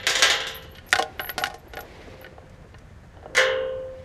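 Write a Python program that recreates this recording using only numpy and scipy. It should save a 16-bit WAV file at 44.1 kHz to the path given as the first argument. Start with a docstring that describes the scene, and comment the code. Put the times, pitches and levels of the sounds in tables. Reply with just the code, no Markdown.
"""A steel tube gate in a quiet yard, over a steady low rumble. First the gate is jolted free: each blow
sets its bars and thin tube walls ringing, and a light chain starts to jingle. Then the latch knocks,
short and dull because a hand is holding the tube. The hand lets go and the gate swings open with a
rustle and a few faint ticks. Finally it clangs against a fence panel, bounces, and both ring out."""
import sys
import numpy as np
from scipy import signal
from scipy.fft import rfft, irfft, next_fast_len
from scipy.io import wavfile

SR = 44100
rng = np.random.default_rng(int(sys.argv[2]) if len(sys.argv) > 2 else 0)


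def dump(signal):
    """Clip the signal to [-1, 1] and save it as 16-bit WAV at the path in sys.argv[1]."""
    limited = np.clip(np.atleast_2d(signal).T, -1, 1)
    pcm = np.round(limited * 32767).astype(np.int16)
    wavfile.write(sys.argv[1], SR, pcm)


N = 178428

# tube tones heard in both the jolts and the clang: f/Hz, level/dB, t60/s (the time to fade by 60 dB)
TUBE_TONES = [(670, -3.5, 0.2), (1022, -18.5, 0.85), (1079, -16, 1), (2832, -23.5, 0.99),
              (2830, -18.5, 0.97), (5160, -20, .4)]


def from_db(db):
    """Turn decibels into a factor to multiply by."""
    return 10 ** (np.asarray(db) / 20)


def at_hz(points, hz):
    """Look up a frequency in (frequency, value) rows, sliding smoothly between them."""
    return colour_db(hz, *np.transpose(points))


def colour_db(hz, points_hz, points_db):
    """Read a curve through the given points, with every octave equally wide."""
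    return np.interp(np.log(hz), np.log(points_hz), points_db)


def add(out, s, sound):
    """Mix a sound in, starting at s seconds."""
    i = max(round(s * SR), 0)
    out[i:i + len(sound)] += sound[:len(out) - i]


def signs(count):
    """Pick at random whether each tone starts upwards or downwards."""
    return rng.choice([-1, 1], count)


def rings(hz, t60, seconds):
    """Struck metal rings in fading sine tones: one row for each tone."""
    t = np.arange(int(seconds * SR), dtype=np.float32) / SR
    hz, t60 = np.float32(hz)[:, None], np.float32(np.maximum(t60, .004))[:, None]
    return np.sin(2 * np.pi * hz * t) * np.exp(-np.log(1000) * t / t60)


def noise(spectrum, flicker_db):
    """Noise with the given mix of low and high; its level flickers around an average (rms) of 1."""
    size = next_fast_len(N)
    hz = np.maximum(np.arange(size // 2 + 1) * SR / size, 1)
    inside = (hz > spectrum[0][0]) & (hz < spectrum[-1][0])
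    white = rfft(rng.standard_normal(size))
    x = irfft(white * from_db(at_hz(spectrum, hz)) * inside, size)[:N]
    flicker = np.interp(np.arange(N) / 900, np.arange(N // 900 + 2), rng.standard_normal(N // 900 + 2))
    x *= from_db(flicker_db * flicker)
    return x / np.std(x)


def jolts():
    """A quick run of blows frees the gate and rings its tube walls and bars."""
    # the blows: t/s, level/dB, low bar tones/dB, treble/dB (the last two relative to the level)
    blows = [(0.0, -26, -14.5, -29), (0.0317, -24, -3.5, -23), (0.068, -6, -32.5, -8.5),
             (0.0968, -12.5, -45, -3), (0.1534, -9.5, -17.5, -8), (0.1894, -15.5, -3, -7.5),
             (0.2229, -0.5, -20, -7), (0.3003, -5.5, -31.5, -9), (0.404, -17.5, -19.5, -13.5),
             (0.4683, -19.5, -50, -7), (0.5444, -32, -6.5, -35), (0.624, -35, -43, -11)]
    # dense ring of the tube walls: f/Hz, level/dB
    wall_spectrum = [(150, -42), (250, -9.5), (335, -10.5), (466, -5.5), (603, -10.5), (837, -9.5),
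                     (945, -17), (1560, -0.5), (2200, -2.5), (2530, -9), (3510, -0.5), (4630, -8),
                     (6650, -10), (15500, -39)]
    # higher clear tones of the gate: f/Hz, level/dB, t60/s
    gate_tones = [(1012, -11, 0.18), (1346, -13, 0.72), (1620, -3, 0.46), (1798, -6, 0.41), (1954, -7, 0.8),
                  (2030, 0, 0.22), (2121, -8, 0.38), (2369, -12, 0.42), (2422, -11, 0.47),
                  (2649, -12, 0.41), (2751, -9, 0.45), (2998, -5, 0.33), (3036, -15, 0.62),
                  (3112, -14, 0.64), (3278, -11, 0.46), (3429, -5, 0.25), (3677, -9, 0.49),
                  (3833, -17, 0.66), (3919, -16, 0.73), (4145, -24, 2.9), (4242, -13, 0.25),
                  (4398, -24, 2.5), (4867, -22, 0.83), (5297, -19, 0.5), (5663, -22, 0.54),
                  (7154, -17, 0.41)]
    shimmer = walls(blows, wall_spectrum, level_db=-3.52, usual_treble_db=-11.5, crack_db=3.5)
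    return shimmer + bars(blows, list(gate_tones) + list(TUBE_TONES), low_db=-13, high_db=-21.5)


def walls(blows, spectrum, level_db, usual_treble_db, crack_db):
    """Tube walls have too many tones to tell apart: bands of noise jump at each blow, then fade."""
    # how long the walls ring: f/Hz, t60/s
    ring_times = [(300, 0.26), (1000, 0.84), (1700, 0.47), (2500, 0.39), (2900, 0.74), (3500, 0.42),
                  (4500, 0.31), (6500, 0.26), (9000, 0.15), (15000, 0.32)]
    size, edges_hz = 49152, np.geomspace(250, 15800, num=49)
    bins_hz = np.arange(size // 2 + 1) * SR / size
    hiss = rfft(rng.standard_normal(size))
    hiss *= np.where(rng.random(len(bins_hz)) < .03, 3.5, .8)   # a few tones stand out
    s, db, _, treble_db = np.transpose(blows)
    starts = np.int_((s - s[0]) * SR)
    out, ring = np.zeros(N), np.zeros(size)
    for low, high in zip(edges_hz, edges_hz[1:]):
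        hz, energy = np.sqrt(low * high), np.full(size, 1e-18)
        tilt_db = (treble_db - usual_treble_db) * colour_db(hz, [3200, 6500], [0, 1])
        energy[starts] = from_db(2 * (db + at_hz(spectrum, hz) + tilt_db + rng.normal(0, 1.75, len(s))))
        # energy is the wave's size squared, so -120 here makes the sound fade by 60 dB
        tail = signal.lfilter([1], [1, -from_db(-120 / (at_hz(ring_times, hz) * SR))], energy)
        crack = signal.lfilter([from_db(crack_db)], [1, -from_db(-120 / (0.02 * SR))], energy)
        band = irfft(hiss * (bins_hz >= low) * (bins_hz < high), size)
        ring += np.sqrt(tail + crack) * band
    add(out, s[0], from_db(level_db) * ring)
    return out


def bars(blows, upper_tones, low_db, high_db):
    """Struck bars bend to and fro in clear tones; each blow shares its force among them differently."""
    # the four lowest bending tones: f/Hz
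    low_hz = [407.6, 453.3, 520.6, 539.3]
    # for each of them: level/dB, t60/s, gap to its twin tone/Hz, time of the swell's peak/s
    low_tones = [(-9.5, 2, 1.1, 0.13), (-4, 1.36, 1.58, 0.28), (0.5, 3.9, 0.75, 0.088),
                 (-32.5, 0.61, .4, .01)]
    tones = [(f, *row[:2]) for f, row in zip(low_hz, low_tones)] + list(upper_tones)
    hz, tone_db, t60 = np.transpose(tones)
    longest_t60 = np.where(hz < 560, 5, 1.1)
    ring = rings(hz, np.minimum(t60, longest_t60), seconds=.9)
    out, t = np.zeros(N), np.arange(ring.shape[1]) / SR
    for k, (_, _, gap_hz, peak_s) in enumerate(low_tones):
        # a tube bends two ways, slightly out of tune, so the tone swells and sinks
        ring[k] *= np.cos(np.pi * gap_hz * (t - peak_s))
        ring[k] *= 1 - np.exp(-t / .003)   # builds up in about 3 ms
    ring[1::2] *= -1   # every other tone starts the opposite way, so their starts do not add up to one low thump
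    for s, db, bar_db, _ in blows:
        share_db = colour_db(hz, [545, 560], [bar_db + low_db, high_db]) + rng.normal(0, 1, len(hz))
        add(out, s, np.float32(from_db(db + tone_db + share_db)) @ ring)
    return out


def chain():
    """Small links ring high and thin; each shake is a run of jingles, all tuned a little differently."""
    # tones of a link: f/Hz, level/dB, t60/s
    link_tones = [(11620, -0.5, 0.06), (11680, -4, 0.09), (11760, -6, 0.05), (13080, -15, 0.08),
                  (13160, -17, 0.05), (14230, -22, 0.05), (14320, -23, .05)]
    # shakes of the chain: t/s, length/s, level/dB
    shakes = [(0.0, .03, -51), (0.06, .05, -38), (0.16, .09, -45), (0.245, .08, -38), (0.3501, .028, -45),
              (0.469, .06, -40), (0.542, .028, -26), (0.598, .055, -52), (0.69, .13, -49.5),
              (0.864, .07, -37), (0.95, .055, -37.5), (1.177, .027, -47), (1.2042, .12, -24),
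              (1.378, .09, -33), (1.583, .028, -49.5), (1.678, .028, -45), (1.754, .05, -43),
              (1.79, .028, -30), (2.212, .028, -39)]
    hz, tone_db, t60 = np.transpose(link_tones)
    out, gap_s, rise_s = np.zeros(N), .029, .0003
    for start, length, level_db in shakes:
        for k in range(6):
            ring = rings(hz * from_db(rng.normal(0, 0.023, len(hz))), t60, seconds=.2)
            ring *= 1 - np.exp(-np.arange(ring.shape[1]) / SR / rise_s)
            strength = from_db(tone_db + level_db - 6 + rng.normal(0, 2.6, len(hz))) * signs(len(hz))
            delay_s = gap_s * k * rng.uniform(0.65, 1.2)
            taps = touches(seconds=0.027, count=6)
            if k == 0 or gap_s * (k + .5) < length:
                add(out, start + delay_s, signal.fftconvolve(strength @ ring, taps))
    return out


def touches(seconds, count):
    """Links touch a few times in one jingle: uneven taps, crowded near the start."""
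    taps = np.zeros(int(seconds * SR) + 2)
    taps[np.int_(rng.random(count) ** 2 * (len(taps) - 1))] = rng.standard_normal(count)
    return taps / np.sqrt(np.sum(taps ** 2))


def yard():
    """Steady outdoor rumble with a faint hiss."""
    # the yard's noise from low to high: f/Hz, level/dB
    spectrum = [(12, -12), (20, -6.5), (84, 3), (124, -5), (160, -3), (199, -9), (445, -27.5), (603, -17),
                (656, -20), (1210, -24), (1830, -22), (2340, -79.5), (6360, -38.5), (15000, -56)]
    return from_db(-47) * noise(spectrum, flicker_db=1.1)


def rustle():
    """A dull noise and a bright one swell and sink as the gate moves."""
    # loudness over time: t/s, dull level/dB, bright level/dB
    swells = [(0.7, -56, -65), (0.97, -57.5, -53), (1.11, -46, -55.5), (1.45, -48.5, -54), (1.58, -52, -63),
              (1.92, -45, -53), (2.12, -43, -52.5), (2.37, -54.5, -62.5), (2.56, -58, -62.5),
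              (3.02, -60.5, -64), (3.3, -47.5, -63), (3.851, -53.5, -64), (4.046, -53, -58)]
    # the dull part: f/Hz, level/dB
    dull_spectrum = [(120, -28), (200, -6), (276, 3.5), (512, 3.5), (965, -7), (1300, -12), (1690, -9.5),
                     (2860, -120)]
    # the bright part: f/Hz, level/dB
    bright_spectrum = [(650, -19), (1100, -7), (1230, -30), (1720, 5.5), (1980, 10), (2850, 2.5),
                       (4870, -3), (8960, -18.5), (11600, -20.5), (13000, -19.5)]
    s, dull_db, bright_db = np.transpose(swells)
    t = np.arange(N) / SR
    dull = from_db(np.interp(t, s, dull_db)) * noise(dull_spectrum, flicker_db=3.5)
    bright = from_db(np.interp(t, s, bright_db)) * noise(bright_spectrum, flicker_db=0.8)
    return dull + bright


def latch():
    """Each knock is a noisy crack, a few short tones and a faint longer ring of the hand-held tube."""
    # the knocks: t/s, level/dB, relative thud/dB, relative treble/dB, crack pitch/Hz, ring time factor
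    knocks = [(0.7507, -34, -16, -14, 3180, 4.2), (0.7836, -25.5, -21.5, -18, 3000, 0.95),
              (0.8894, -44.5, 2, 12, 1450, 1.6), (0.9049, -46, -12, 16, 1310, 2.2),
              (0.9194, -36, -9, 9, 1500, 0.87), (0.9278, 6, -18, -8, 1840, 0.51),
              (0.9344, -6, -10.5, -13, 1580, 1), (0.9557, -11, -11.5, -10, 1520, 2.2),
              (0.9872, -12, 1.5, -4.5, 1095, 1.75), (0.9944, -19.5, 7.5, -14, 1590, 3.2),
              (1.0074, -23, -25, -5, 1180, 0.81), (1.0246, -13, -4, -4.5, 3380, 0.72),
              (1.1947, -8.5, -12, -28, 1528, 1.6), (1.2451, -19.5, -14, -45, 1750, 0.78),
              (1.2715, -26, -18, -37, 1760, 1.1), (1.2935, -14, -15.5, -15, 1977, 1.16),
              (1.3798, -14.5, -5, -3, 1455, 2.36), (1.4144, -21.5, 7.5, -29, 2000, 0.38),
              (1.4376, -5.5, -13, -8.5, 1436, 0.85), (1.4564, -17, -29, -9, 1570, 1.44),
              (1.4694, -22.5, -2.5, 1.5, 1446, 0.99), (1.4994, -34, 5, -7, 1210, 3.8),
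              (1.5414, -34.5, 7.5, 0.5, 1800, 2.3), (1.735, -26.5, -1.5, -11, 1453, 1.9),
              (1.7699, -20, -3, -10.5, 1700, 0.93), (1.7894, -28, -3.5, -23, 1430, 2),
              (1.8064, -34.5, 2, 6.5, 1520, 1.05), (2.0158, -33.5, -12, -24, 2150, 1.4),
              (2.2154, -38, 5, -15, 1430, 1.5), (2.2443, -22.5, -11, -36, 1844, 1.05),
              (2.2644, -33, -22, -17, 1825, 1.6), (2.3815, -41.5, 17, -30, 1380, 1.16),
              (2.7432, -30, -5.5, -34, 1797, 1.1), (3.1699, -39, 7.5, -43, 1288, 0.86),
              (3.228, -44.5, 8, -20, 1720, 2.2), (3.258, -36.5, 13.5, -50, 1365, 1.55)]
    # tones of the latch: f/Hz, level/dB, t60/s
    latch_tones = [(459.6, -14.5, 0.06), (617, -9.5, 0.07), (749, -2.5, 0.02), (1060, -11, 0.075),
                   (1457, -7, 0.11), (1842, -4.5, 0.056), (2134, -4, 0.026), (2910, -4, 0.034)]
    # what still rings under the hand: f/Hz, level/dB, t60/s
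    held_tones = [(459, -5.5, 0.19), (609, -11, 0.09), (682, -17, 0.6), (731, -1, 0.24), (766.3, -4, 0.35),
                  (816, -1.5, 0.18), (1108, -11, 0.23), (1410, -25.5, 0.6)]
    latch_hz, latch_db, latch_t60 = np.transpose(latch_tones)
    held_hz, held_db, held_t60 = np.transpose(held_tones)
    out, size, let_go_s = np.zeros(N), 4096, 1.9
    t = np.arange(size) / SR
    rise = 1 - np.exp(-(t / 0.00018) ** 2)   # contact takes a moment to build
    tube = rings(held_hz, held_t60, seconds=.4)
    tube[:, :size] *= rise
    for s, level_db, thud_db, treble_db, centre_hz, stretch in list(knocks) + ticks():
        hz = latch_hz * from_db(rng.normal(0, 0.093, len(latch_hz)))   # the grip shifts between knocks
        tone_db = latch_db - 11 + colour_db(hz, [900, 1300], [thud_db + 7.5, -3])
        tone_db += rng.normal(0, 2.5, len(hz))
        body = (from_db(tone_db) * signs(len(hz))) @ rings(hz, latch_t60 * stretch, seconds=.1)
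        struck_spot = rings([centre_hz], [.05 * stretch], seconds=0.079)[0]
        add(body, 0, from_db(-13) * struck_spot)
        body[:size] *= rise
        fade = np.exp(-t / (.003 * stretch)) + 0.21 * np.exp(-t / (.014 * stretch))
        crack = crack_noise(size, thud_db, treble_db, centre_hz) * fade * rise
        held_mix = from_db(held_db + rng.normal(0, 2.3, len(held_db))) * signs(len(held_db))
        tube_db = thud_db - 15 - 24 * (s > let_go_s)   # much fainter once the hand has let go
        add(out, s, from_db(level_db) * body)
        add(out, s, from_db(level_db - 2.5) * crack)
        add(out, s, from_db(level_db + tube_db) * held_mix @ tube)
    return signal.sosfilt(signal.butter(2, 250, "high", fs=SR, output="sos"), out)


def crack_noise(size, thud_db, treble_db, centre_hz):
    """The noise in one knock: a low thud, some treble and a peak at the crack's pitch."""
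    hz = np.arange(1, size // 2 + 2) * SR / size
    shape = [(150, thud_db - 11), (350, thud_db + 7.5), (900, thud_db - 9), (1300, 0),
             (4500, 0.43 * treble_db), (6000, treble_db - 0.5), (8500, treble_db - 8.5),
             (10000, treble_db - 9.5), (16000, treble_db - 28.5)]
    peak_db = 8 / (1 + (np.log(hz / centre_hz) / 0.081) ** 2)
    return irfft(rfft(rng.standard_normal(size)) * from_db(at_hz(shape, hz) + peak_db))


def ticks():
    """The loose latch also ticks faintly at random: rows with the same columns as the knocks."""
    return [(rng.uniform(0.72, 2.95), rng.uniform(-57, -49), rng.uniform(-13, 1), rng.uniform(-5, 11),
             1600 * from_db(rng.uniform(-2.85, 2.85)), 1.3) for _ in range(16)]


def nudges():
    """Soft pushes on the gate wake only the low tones of its bars."""
    # the pushes: t/s, level/dB
    pushes = [(2.096, -47.5), (3.322, -41)]
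    return bars([(s, db, 0, 0) for s, db in pushes], upper_tones=[], low_db=0, high_db=0)


def clang():
    """The gate hits the fence panel and bounces, so both ring together."""
    # the hits: t/s, level/dB, relative low bar tones/dB, relative treble/dB
    hits = [(3.3497, -11, -26, -11.5), (3.3682, -9, -6.5, -1.5), (3.3767, -1, -7.5, -29),
            (3.3904, -10.5, -11.5, -30.5), (3.4064, -18.5, -11, -9.5)]
    # dense ring of gate and panel together: f/Hz, level/dB
    panel_spectrum = [(150, -63), (250, -32), (507, -4.5), (669, -27), (755, -25), (823, -14), (1290, -15),
                      (1560, -4), (2160, -0.5), (2440, -21.5), (3010, -9), (4030, -11.5), (6420, -12.5),
                      (11000, -28.5), (15500, -46)]
    # clear tones of the panel: f/Hz, level/dB, t60/s
    panel_tones = [(608, -9, 1.2), (834, -13, 0.72), (904, -12, 2.1), (1050, -7, 1.9), (1195, -10, 0.81),
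                   (1233, -17, 1.5), (1287, -9, 0.47), (1384, -8, 0.56), (1470, -3, 0.81),
                   (1540, -10, 0.92), (1572, -6, 0.52), (1663, -9, 0.54), (1750, 0, 0.37), (1820, -7, 0.63),
                   (1992, -13, 0.6), (2073, -2, 0.35), (2191, -8, 0.56), (2482, -25, 0.91),
                   (2643, -21, 0.43), (2923, -5, 0.45), (3155, -5, 0.5), (3214, -13, 0.69),
                   (3343, -10, 0.38), (3575, -18, 0.5), (3709, -21, 0.73), (4118, -24, 0.42),
                   (5620, -25, 0.36), (6223, -24, 0.29)]
    shimmer = walls(hits, panel_spectrum, level_db=-0.5, usual_treble_db=-7, crack_db=5.0)
    return shimmer + bars(hits, list(panel_tones) + list(TUBE_TONES), low_db=-10.5, high_db=-23.5)


def scene():
    """Gate, latch and chain over the rustle and the yard noise, in one channel."""
    background = rustle() + yard()
    bass_cut = signal.butter(4, 220, "high", fs=SR, output="sos")   # thin tubes give off no bass
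    gate = signal.sosfilt(bass_cut, jolts() + clang() + nudges())
    return (gate + latch() + chain() + background)[None]


def record(dry):
    """Round off the loudest peaks, then cut away the very highest treble."""
    ceiling, cutoff_hz = .97, 16300
    rounded = dry / (1 + (dry / ceiling) ** 4) ** .25
    return signal.sosfilt(signal.cheby2(12, 80, cutoff_hz, fs=SR, output="sos"), rounded)


dry = scene()
out = record(dry)
dump(out)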